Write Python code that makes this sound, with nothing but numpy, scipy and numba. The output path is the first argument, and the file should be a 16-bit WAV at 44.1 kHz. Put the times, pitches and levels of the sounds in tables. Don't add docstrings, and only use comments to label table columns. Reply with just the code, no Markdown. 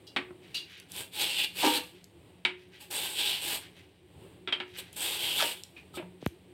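import sys
import numpy as np
from scipy import signal
from scipy.fft import rfft, irfft
from scipy.io import wavfile
from scipy.ndimage import uniform_filter1d
from numba import njit

SR = 44100
rng = np.random.default_rng(int(sys.argv[2]) if len(sys.argv) > 2 else 0)


def materialize(psi):
    bounded = np.clip(np.atleast_2d(psi).T, -1, 1)
    quanta = np.round(bounded * 32767).astype(np.int16)
    wavfile.write(sys.argv[1], SR, quanta)


N = 288061
T = np.arange(N) / SR
HALF_S = SR // 2


def undb(db):
    return 10 ** (np.asarray(db) / 20)


def unit(x):
    return x / np.sqrt(np.mean(x ** 2) + 1e-20)


def add(out, s, x):
    i = max(int(s * SR), 0)
    out[i:i + len(x)] += x[:N - i]


def through(x, response):
    return signal.fftconvolve(x, response)[:len(x)]


def band(x, lo_hz, hi_hz, order=2):
    edges = [lo_hz, min(hi_hz, SR / 2 - 100)]
    return signal.sosfilt(signal.butter(order, edges, "band", fs=SR, output="sos"), x)


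def colour(x, points, size=4096):
    hz, db = np.transpose(points)
    bins_hz = np.arange(size // 2 + 1) * SR / size
    gain = undb(np.interp(np.log(bins_hz + 1), np.log(hz), db))
    cepstrum = irfft(np.log(gain))
    cepstrum[1:size // 2] *= 2
    cepstrum[size // 2 + 1:] = 0
    return through(x, irfft(np.exp(rfft(cepstrum))))


@njit
def resonate(x, hz, width):
    y, b, l = np.empty(len(x)), 0., 0.
    for i in range(len(x)):
        g, k = np.tan(np.pi * hz[i] / SR), width[i] / hz[i]
        v = (b + g * (x[i] - l)) / (1 + g * (g + k))
        b, l, y[i] = 2 * v - b, l + 2 * g * v, k * v
    return y


def fade(t60):
    return np.exp(-np.log(1000) * T[:HALF_S] / t60)


def ring(modes):
    y = np.zeros(HALF_S)
    for hz, db, t60 in modes:
        y += undb(db) * fade(t60) * np.sin(2 * np.pi * (hz * T[:HALF_S] + rng.random()))
    return y / np.linalg.norm(y)


def blow(x, db):
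    return x * undb(db) / np.std(x[:SR // 40])


def grains(per_s, spread_db):
    size = undb(spread_db * np.minimum(rng.exponential(size=N), 4))
    happens = rng.random(N) < per_s / SR
    return unit(happens * size * rng.standard_normal(N))


def walk(per_s):
    k = max(int(SR / per_s), 2)
    steps = np.repeat(rng.standard_normal(N // k + 1), k)
    return unit(uniform_filter1d(steps, k)[:N])


RISE_POWER = 1.53


def gesture(start, attack, hold, t60):
    rise = np.clip((T - start) / attack, 0, 1) ** RISE_POWER
    return rise * np.exp(-np.log(1000) * np.clip((T - start - attack - hold) / t60, 0, 10))


# start in seconds, attack in seconds, hold in seconds,
# release t60 in seconds, rasp level in dB, wet hiss in dB relative to the rasp,
# plate resonance in Hz, its level in dB.
STROKE_PUSHES = [ (0.873, 0.11, .025, .2, -38.5, -3, 3470, 0),
                 (1.105, 0.11, 0.023, 0.26, -29, -6.5, 3700, -2),
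                 (1.223, 0.017, 0.094, 0.6, -32, -12.5, 2900, -10),
                 (1.323, 0.068, 0.056, 0.071, -29, -10.5, 2910, 5),
                 (1.531, 0.061, 0.033, 0.17, -32, -5.5, 2780, -2),
                 (1.604, 0.056, 0.037, 0.42, -27.5, -7.5, 2970, -8),
                 (1.70, 0.047, 0.029, 0.063, -27.5, -7, 4370, 4),
                 (2.789, 0.023, 0.0075, 0.29, -47, -4.5, 3400, -15),
                 (2.9, 0.011, .03, 0.23, -36.5, -2, 3620, -11),
                 (2.908, 0.052, 0.065, 1, -34, -3.5, 3670, 3.5),
                 (3.124, 0.072, 0.11, 0.54, -28.5, -10, 3260, 0.5),
                 (3.36, .12, 0.073, 0.15, -31, -4, 3380, -5),
                 (4.761, 0.029, 0.0074, 0.068, -38, -2.5, 3130, 6),
                 (4.919, .012, .03, 0.12, -53.5, -5, 3380, -5), (4.958, .008, 0.013, .3, -41, 1, 3220, 5),
                 (4.959, 0.068, 0.081, 1, -33, -4, 3540, 1.5),
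                 (5.086, 0.16, 0.075, 0.35, -33, -6.5, 3220, 4.5),
                 (5.268, 0.12, 0.037, 0.4, -34, -0.5, 3330, 13.5),
                 (5.41, .05, 0.063, 0.081, -34.5, -7, 2800, -21),
                 (5.928, 0.028, 0.011, 0.082, -45, -4, 3530, 5)]


def pushes():
    forces = [undb(db) * gesture(s, attack, hold, t60) for s, attack, hold, t60, db, *_ in STROKE_PUSHES]
    power = np.array(forces) ** 2 + 1e-18
    hiss_db, hz, ring_db = np.transpose(STROKE_PUSHES)[-3:]
    total = power.sum(axis=0)
    force = np.sqrt(total)
    wetness = np.sqrt(undb(hiss_db) ** 2 @ power)
    return force, wetness, hz @ power / total, undb(ring_db) @ power / total


# rate in slips per second, spread in dB.
SLIP_UNEVENNESS = [(160.6, 0.4), (35.03, 0.54)]
# frequency in Hz, width in Hz, level in dB.
PLATE_MODES = [(842, 33, 6.5), (1646, 110, 3.5), (2300, 380, -10), (2710, 55, 4), (3454, 47, 8.5),
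               (3610, 42, -7), (4270, 51, 4), (8100, 1200, 8)]
# frequency in Hz, gain in dB.
RASP_TONE = [(60, -17.5), (100, -11.5), (250, -18), (362, -7), (560, -14), (830, -12), (1150, -16),
             (1840, -11), (2800, 0.5), (3600, -0.5), (4600, -4), (6000, -13.5), (8400, -5), (10300, -7.5),
             (13500, -5), (15500, -13)]
PLATE_DB, GRIP_WIDTH_HZ = -8.5, 540
FLESH_RE_HISS_DB = -7.5


def rasp():
    force, wetness, grip_hz, grip_ring = pushes()
    slips = undb(sum(db * walk(per_s) for per_s, db in SLIP_UNEVENNESS))
    cells = grains(per_s=9000, spread_db=-1.0) * slips
    plate = np.zeros(N)
    for hz, width, db in PLATE_MODES:
        damping = undb(db + 3.4 * walk(18))
        plate += damping * resonate(cells, np.full(N, 1. * hz), np.full(N, 1. * width))
    pressed_hz = grip_hz * (1 + 0.039 * walk(24.8))
    pressed = resonate(cells, pressed_hz, np.full(N, 1. * GRIP_WIDTH_HZ))
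    sound = colour(cells + undb(PLATE_DB) * plate + grip_ring * pressed, RASP_TONE)
    steel = unit(band(sound, 2010, 5200, order=3))
    hiss = unit(band(sound, 5720, 20000, order=3))
    flesh = unit(band(sound, 64, 1380, order=3))
    return force * steel + wetness * (hiss + undb(FLESH_RE_HISS_DB) * flesh)


# start in seconds, attack in seconds,
# hold in seconds, release t60 in seconds, level in dB, first pitch in Hz, board ring in dB, crackle in dB.
SLICE_TEARS = [(1.611, 0.028, 0.033, .15, -25, 1651, 0, 4.5), (1.709, 0.01, 0.065, .13, -38, 400, -2.5, 7),
               (5.381, .022, 0.03, 0.072, -29.5, 3123, -9, 9.5)]
# frequency in Hz, level in dB, t60 in seconds.
BOARD_MODES = [(250, -5, .18), (303, -1, .16), (495, 2, .26), (818, -6, .12), (895, 2, .12), (930, 2, .12),
               (1173, -4, .14)]
POCKET_HALVES_S, POCKET_OPEN_HZ = .02, 296
POCKET_DB, SQUEAL_DB = -7.5, -5.5


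def tears():
    out = np.zeros(N)
    for s, attack, hold, t60, db, first_hz, ring_db, crackle_db in SLICE_TEARS:
        falling_hz = first_hz * .5 ** (np.maximum(T - s, 0) / POCKET_HALVES_S)
        hz = np.maximum(falling_hz, POCKET_OPEN_HZ)
        force = undb(db) * gesture(s, attack, hold, t60)
        snaps = grains(per_s=2900, spread_db=-1.4) * force
        width = 120 + .14 * hz
        pocket = resonate(resonate(snaps, hz, width), hz, width) * np.sqrt(SR / width * 2 / np.pi)
        squeal_hz = hz * (1 + .07 * walk(300))
        squeal = force * undb(2.5 * walk(200)) * np.sin(2 * np.pi * np.cumsum(squeal_hz) / SR)
        crackle = band(grains(per_s=2500, spread_db=0.0) * force, 1520, 4270)
        out += undb(POCKET_DB) * pocket + undb(SQUEAL_DB) * squeal
        out += undb(ring_db) * through(snaps, ring(BOARD_MODES))
        out += undb(crackle_db) * crackle
    return band(out, 185, 14500, order=3)


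# time in seconds, level in dB, low thud in dB,
# rattle as each bounce's strength relative to the last (0-1), lower edge of the boosted plate band in Hz,
# that band's added level in dB, contact cut-off in Hz.
SLICER_KNOCKS = [(0.1628, -27, 6.5, 0.49, 1133, 3.5, 6600), (2.4504, -23.5, -3, 0.34, 2230, 0, 5330),
                 (4.4747, -33.5, 5, 0.78, 3340, 9, 4300), (4.5242, -26, 1, .5, 3140, 11, 5100),
                 (4.601, -35.5, 6, 0.1, 2800, 2, 4470), (5.765, -48, 1, 1, 2410, 18, 6000),
                 (5.974, -42, 12, 1, 3580, -7, 4430)]
# frequency in Hz, gain in dB.
KNOCK_TONE = [(100, -17), (230, 2), (400, -2), (650, -5.5), (1050, -2.5), (1600, 0), (2400, 8), (3400, 4.5),
              (4400, -3.5), (5300, -12.5), (6200, -23), (8300, -12.5), (15000, -24)]
# frequency in Hz, level in dB, t60 in seconds.
STEEL_MODES = [(364.5, 10.5, 0.72), (880, -24, 0.22), (1090, -22, 0.043), (1350, -13, 0.043),
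               (1720, -11, 0.12), (2090, 11, 0.3), (2160, -20, 0.18), (2410, 13, 0.11), (2600, -42, .16),
               (3210, -2, 0.28), (3710, 35, 0.026), (3550, 7, 0.076)]


def knocks(bounce_s=.0046, count=4):
    out = np.zeros(N)
    clatter_power = (fade(0.033) + undb(-0.5) * fade(0.14)) ** 2
    for s, db, thud_db, rattle, hz, peak_db, top_hz in SLICER_KNOCKS:
        push = np.zeros(HALF_S)
        bounces = np.arange(count)
        jitter = .25 * rng.uniform(-0.78, 1, count) * (bounces > 0)
        times = bounce_s * (bounces + jitter)
        push[(times * SR).astype(int)] = np.clip(rattle, 0, 1) ** bounces
        loudness = np.sqrt(np.abs(through(push ** 2, clatter_power)))
        crack = rng.standard_normal(HALF_S) * loudness
        hit = unit(colour(crack, KNOCK_TONE)) + undb(-9.0) * unit(through(push, ring(STEEL_MODES)))
        hit = hit + undb(peak_db) * band(hit, hz, hz * 1.034, order=1)
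        hit = hit + (undb(thud_db) - 1) * band(hit, 150, 1500, order=1)
        add(out, s, blow(band(hit, 68, top_hz), db))
    return out


# time in seconds, peak in dB,
# reference pitch in Hz (the band runs from 0.55 to 1.6 times it).
FLESH_TICKS = [(0.8, -32.5, 8300), (0.919, -26.5, 7800), (0.9644, -25, 6460), (1.2164, -15.5, 4250),
               (2.0424, -34, 6150), (2.9104, -30, 5470), (4.9296, -36, 7800), (4.965, -28.5, 6800),
               (5.636, -24.5, 5650), (6.217, -45, 3700), (6.2613, -28, 9600), (6.275, -36, 9700)]


def ticks():
    out = np.zeros(N)
    for s, db, hz in FLESH_TICKS:
        snap = band(rng.standard_normal(HALF_S) * fade(0.0064), hz * 0.55, hz * 1.6)
        add(out, s, undb(db) * snap / np.abs(snap).max())
    return out


# time in seconds, level in dB, pitch in Hz, t60 in seconds.
BOARD_PATS = [(0.307, -45.5, 339, 0.12), (5.940, -51.5, 1273, 0.16), (5.972, -37, 346.6, 0.22),
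              (5.997, -45, 623, 0.061), (6.025, -46, 179, 0.52)]


def pats():
    out = np.zeros(N)
    for s, db, hz, t60 in BOARD_PATS:
        slap = band(rng.standard_normal(HALF_S) * fade(0.028), 160, 780)
        mode = ring([(hz, 0, t60)]) * (1 - fade(.015))
        add(out, s, blow(mode + undb(-7.5) * slap / np.linalg.norm(slap), db))
    return out


# time in seconds, level in dB, drag length in seconds,
# scratch reference pitch in Hz (its band lies just below), scratch in dB relative to the ring.
NAIL_GRAZES = [(0.067, -50.5, 0.025, 5380, 1.5), (0.543, -32.5, 0.032, 4600, -9.5)]
# frequency in Hz, level in dB, t60 in seconds.
BLADE_MODES = [(2823, 3.5, 0.061), (2850, -10, 0.083), (3170, -15, 0.065), (3400, -6.5, 0.08),
               (3760, -13, .09), (4016, -6, 0.073), (4660, -2.5, 0.023), (5400, -27, .08),
               (8260, -17, 0.025)]


def grazes():
    out, t = np.zeros(N), T[:HALF_S]
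    for s, db, length, hz, scratch_db in NAIL_GRAZES:
        drag = (1 - np.exp(-t / 0.0017)) / np.cosh(np.minimum(t / length * 1.04, 50))
        scratch = rng.standard_normal(HALF_S) * drag
        pitched = unit(band(scratch, hz * 0.86, hz * 0.93, order=1))
        rough = pitched + undb(-17.5) * unit(band(scratch * fade(0.14), 2700, 13500))
        ringing = unit(through(scratch, ring(BLADE_MODES)))
        add(out, s, blow(ringing + undb(scratch_db) * unit(rough), db))
    return out


# start in seconds, hold in seconds,
# level in dB.
FINGER_RUBS = [(0.412, 0.29, -62.5), (0.68, .09, -53), (1.793, 0.045, -63), (1.933, 0.026, -64.5),
               (2.574, 0.023, -62), (2.71, 0.043, -56), (3.596, 0.031, -52), (3.745, .03, -58),
               (4.659, 0.22, -61), (4.735, .01, -49), (5.751, 0.017, -60.5), (6.2, 0.046, -59.5)]
RUB_ATTACK_S, RUB_T60_S, GRIP_REST_DB = 0.021, 0.23, -71.5


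def handling():
    rub = unit(band(grains(per_s=5000, spread_db=-1), 1740, 3850))
    crackle = undb(-16) * unit(band(grains(per_s=400, spread_db=2.5), 7000, 14000, order=1))
    rubs = sum(undb(db) * gesture(s, RUB_ATTACK_S, hold, RUB_T60_S) for s, hold, db in FINGER_RUBS)
    return (rub + crackle) * (undb(GRIP_REST_DB) + rubs)


# time in seconds, swing level in dB,
# reference pitch in Hz (the swing falls from 1.43 to 0.24 times it).
MICROPHONE_BUMPS = [(6.2267, -31.5, 450), (6.2637, -16, 290)]


def bumps():
    out, t = np.zeros(N), T[:HALF_S]
    for s, db, hz in MICROPHONE_BUMPS:
        pitch = hz * (0.24 + 1.19 * np.exp(-t / 0.0032))
        swing = -np.sin(2 * np.pi * np.cumsum(pitch) / SR) * fade(0.044)
        tick = np.exp(-((t - .0002) / .0001) ** 2)
        add(out, s, undb(db) * (swing + undb(db + 20) * tick))
    return out


# frequency in Hz, gain in dB.
AIR_TONE = [(30, -31), (50, -27), (85, -8.5), (170, -14), (215, -21.5), (290, -13.5), (420, -16.5),
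            (606, -24), (830, -25.5), (1400, -36.5), (3070, -32.5), (4300, -40), (6000, -56.5), (8500, -36),
            (10500, -48), (15500, -48)]
AIR_DB = -59.5
FAN_TURNS_PER_S, FAN_FIRST_S = 5.262, 0.06
THROB_HZ, THROB_DB = 363.4, -56.5


def fan():
    air = unit(colour(rng.standard_normal(N), AIR_TONE)) * undb(AIR_DB + 2.3 * walk(4.6))
    turn = (.5 + .5 * np.cos(2 * np.pi * FAN_TURNS_PER_S * (T - FAN_FIRST_S))) ** 2
    tone = np.sin(2 * np.pi * np.cumsum(THROB_HZ * (1 + 0.051 * walk(80))) / SR)
    throb = tone * turn * undb(THROB_DB + 3.0 * walk(30))
    hum = unit(band(rng.standard_normal(N), 174.4, 184.5)) * undb(-65.5)
    return air + throb + hum


# delay in seconds, level in dB relative to the direct sound.
FIRST_REFLECTIONS = [(.0013, -19), (.0031, -24.5), (.0052, -18.5)]


def kitchen(x, wet_db, t60_low=0.26, t60_high=0.26):
    noise = rng.standard_normal(HALF_S)
    tail = band(noise, 200, 4640) * fade(t60_low)
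    tail += undb(-4) * band(noise, 3600, 12600) * fade(t60_high)
    tail *= 1 - np.exp(-T[:HALF_S] / 0.00051)
    tail /= np.sqrt(np.sum(band(tail, 500, 4000) ** 2) * SR / 7000)
    first = np.zeros(HALF_S)
    first[0] = 1
    for delay, db in FIRST_REFLECTIONS:
        first[int(delay * SR)] += undb(db)
    response = first / np.linalg.norm(first) + undb(wet_db) * tail
    return through(x, response) / np.hypot(1, undb(wet_db))


def scene():
    rubbed = kitchen(rasp() + ticks() + handling(), wet_db=-5)
    struck = kitchen(knocks() + tears() + grazes() + pats(), wet_db=-7.5)
    return (rubbed + struck + bumps() + fan())[None]


TOP_HZ = 15850


def record(dry):
    thin = signal.sosfilt(signal.butter(3, 45, "high", fs=SR, output="sos"), dry)
    ceiling = .4
    rounded = ceiling * np.tanh(thin / ceiling)
    return signal.sosfilt(signal.ellip(10, .2, 80, TOP_HZ, fs=SR, output="sos"), rounded)


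dry = scene()
out = record(dry)
materialize(out)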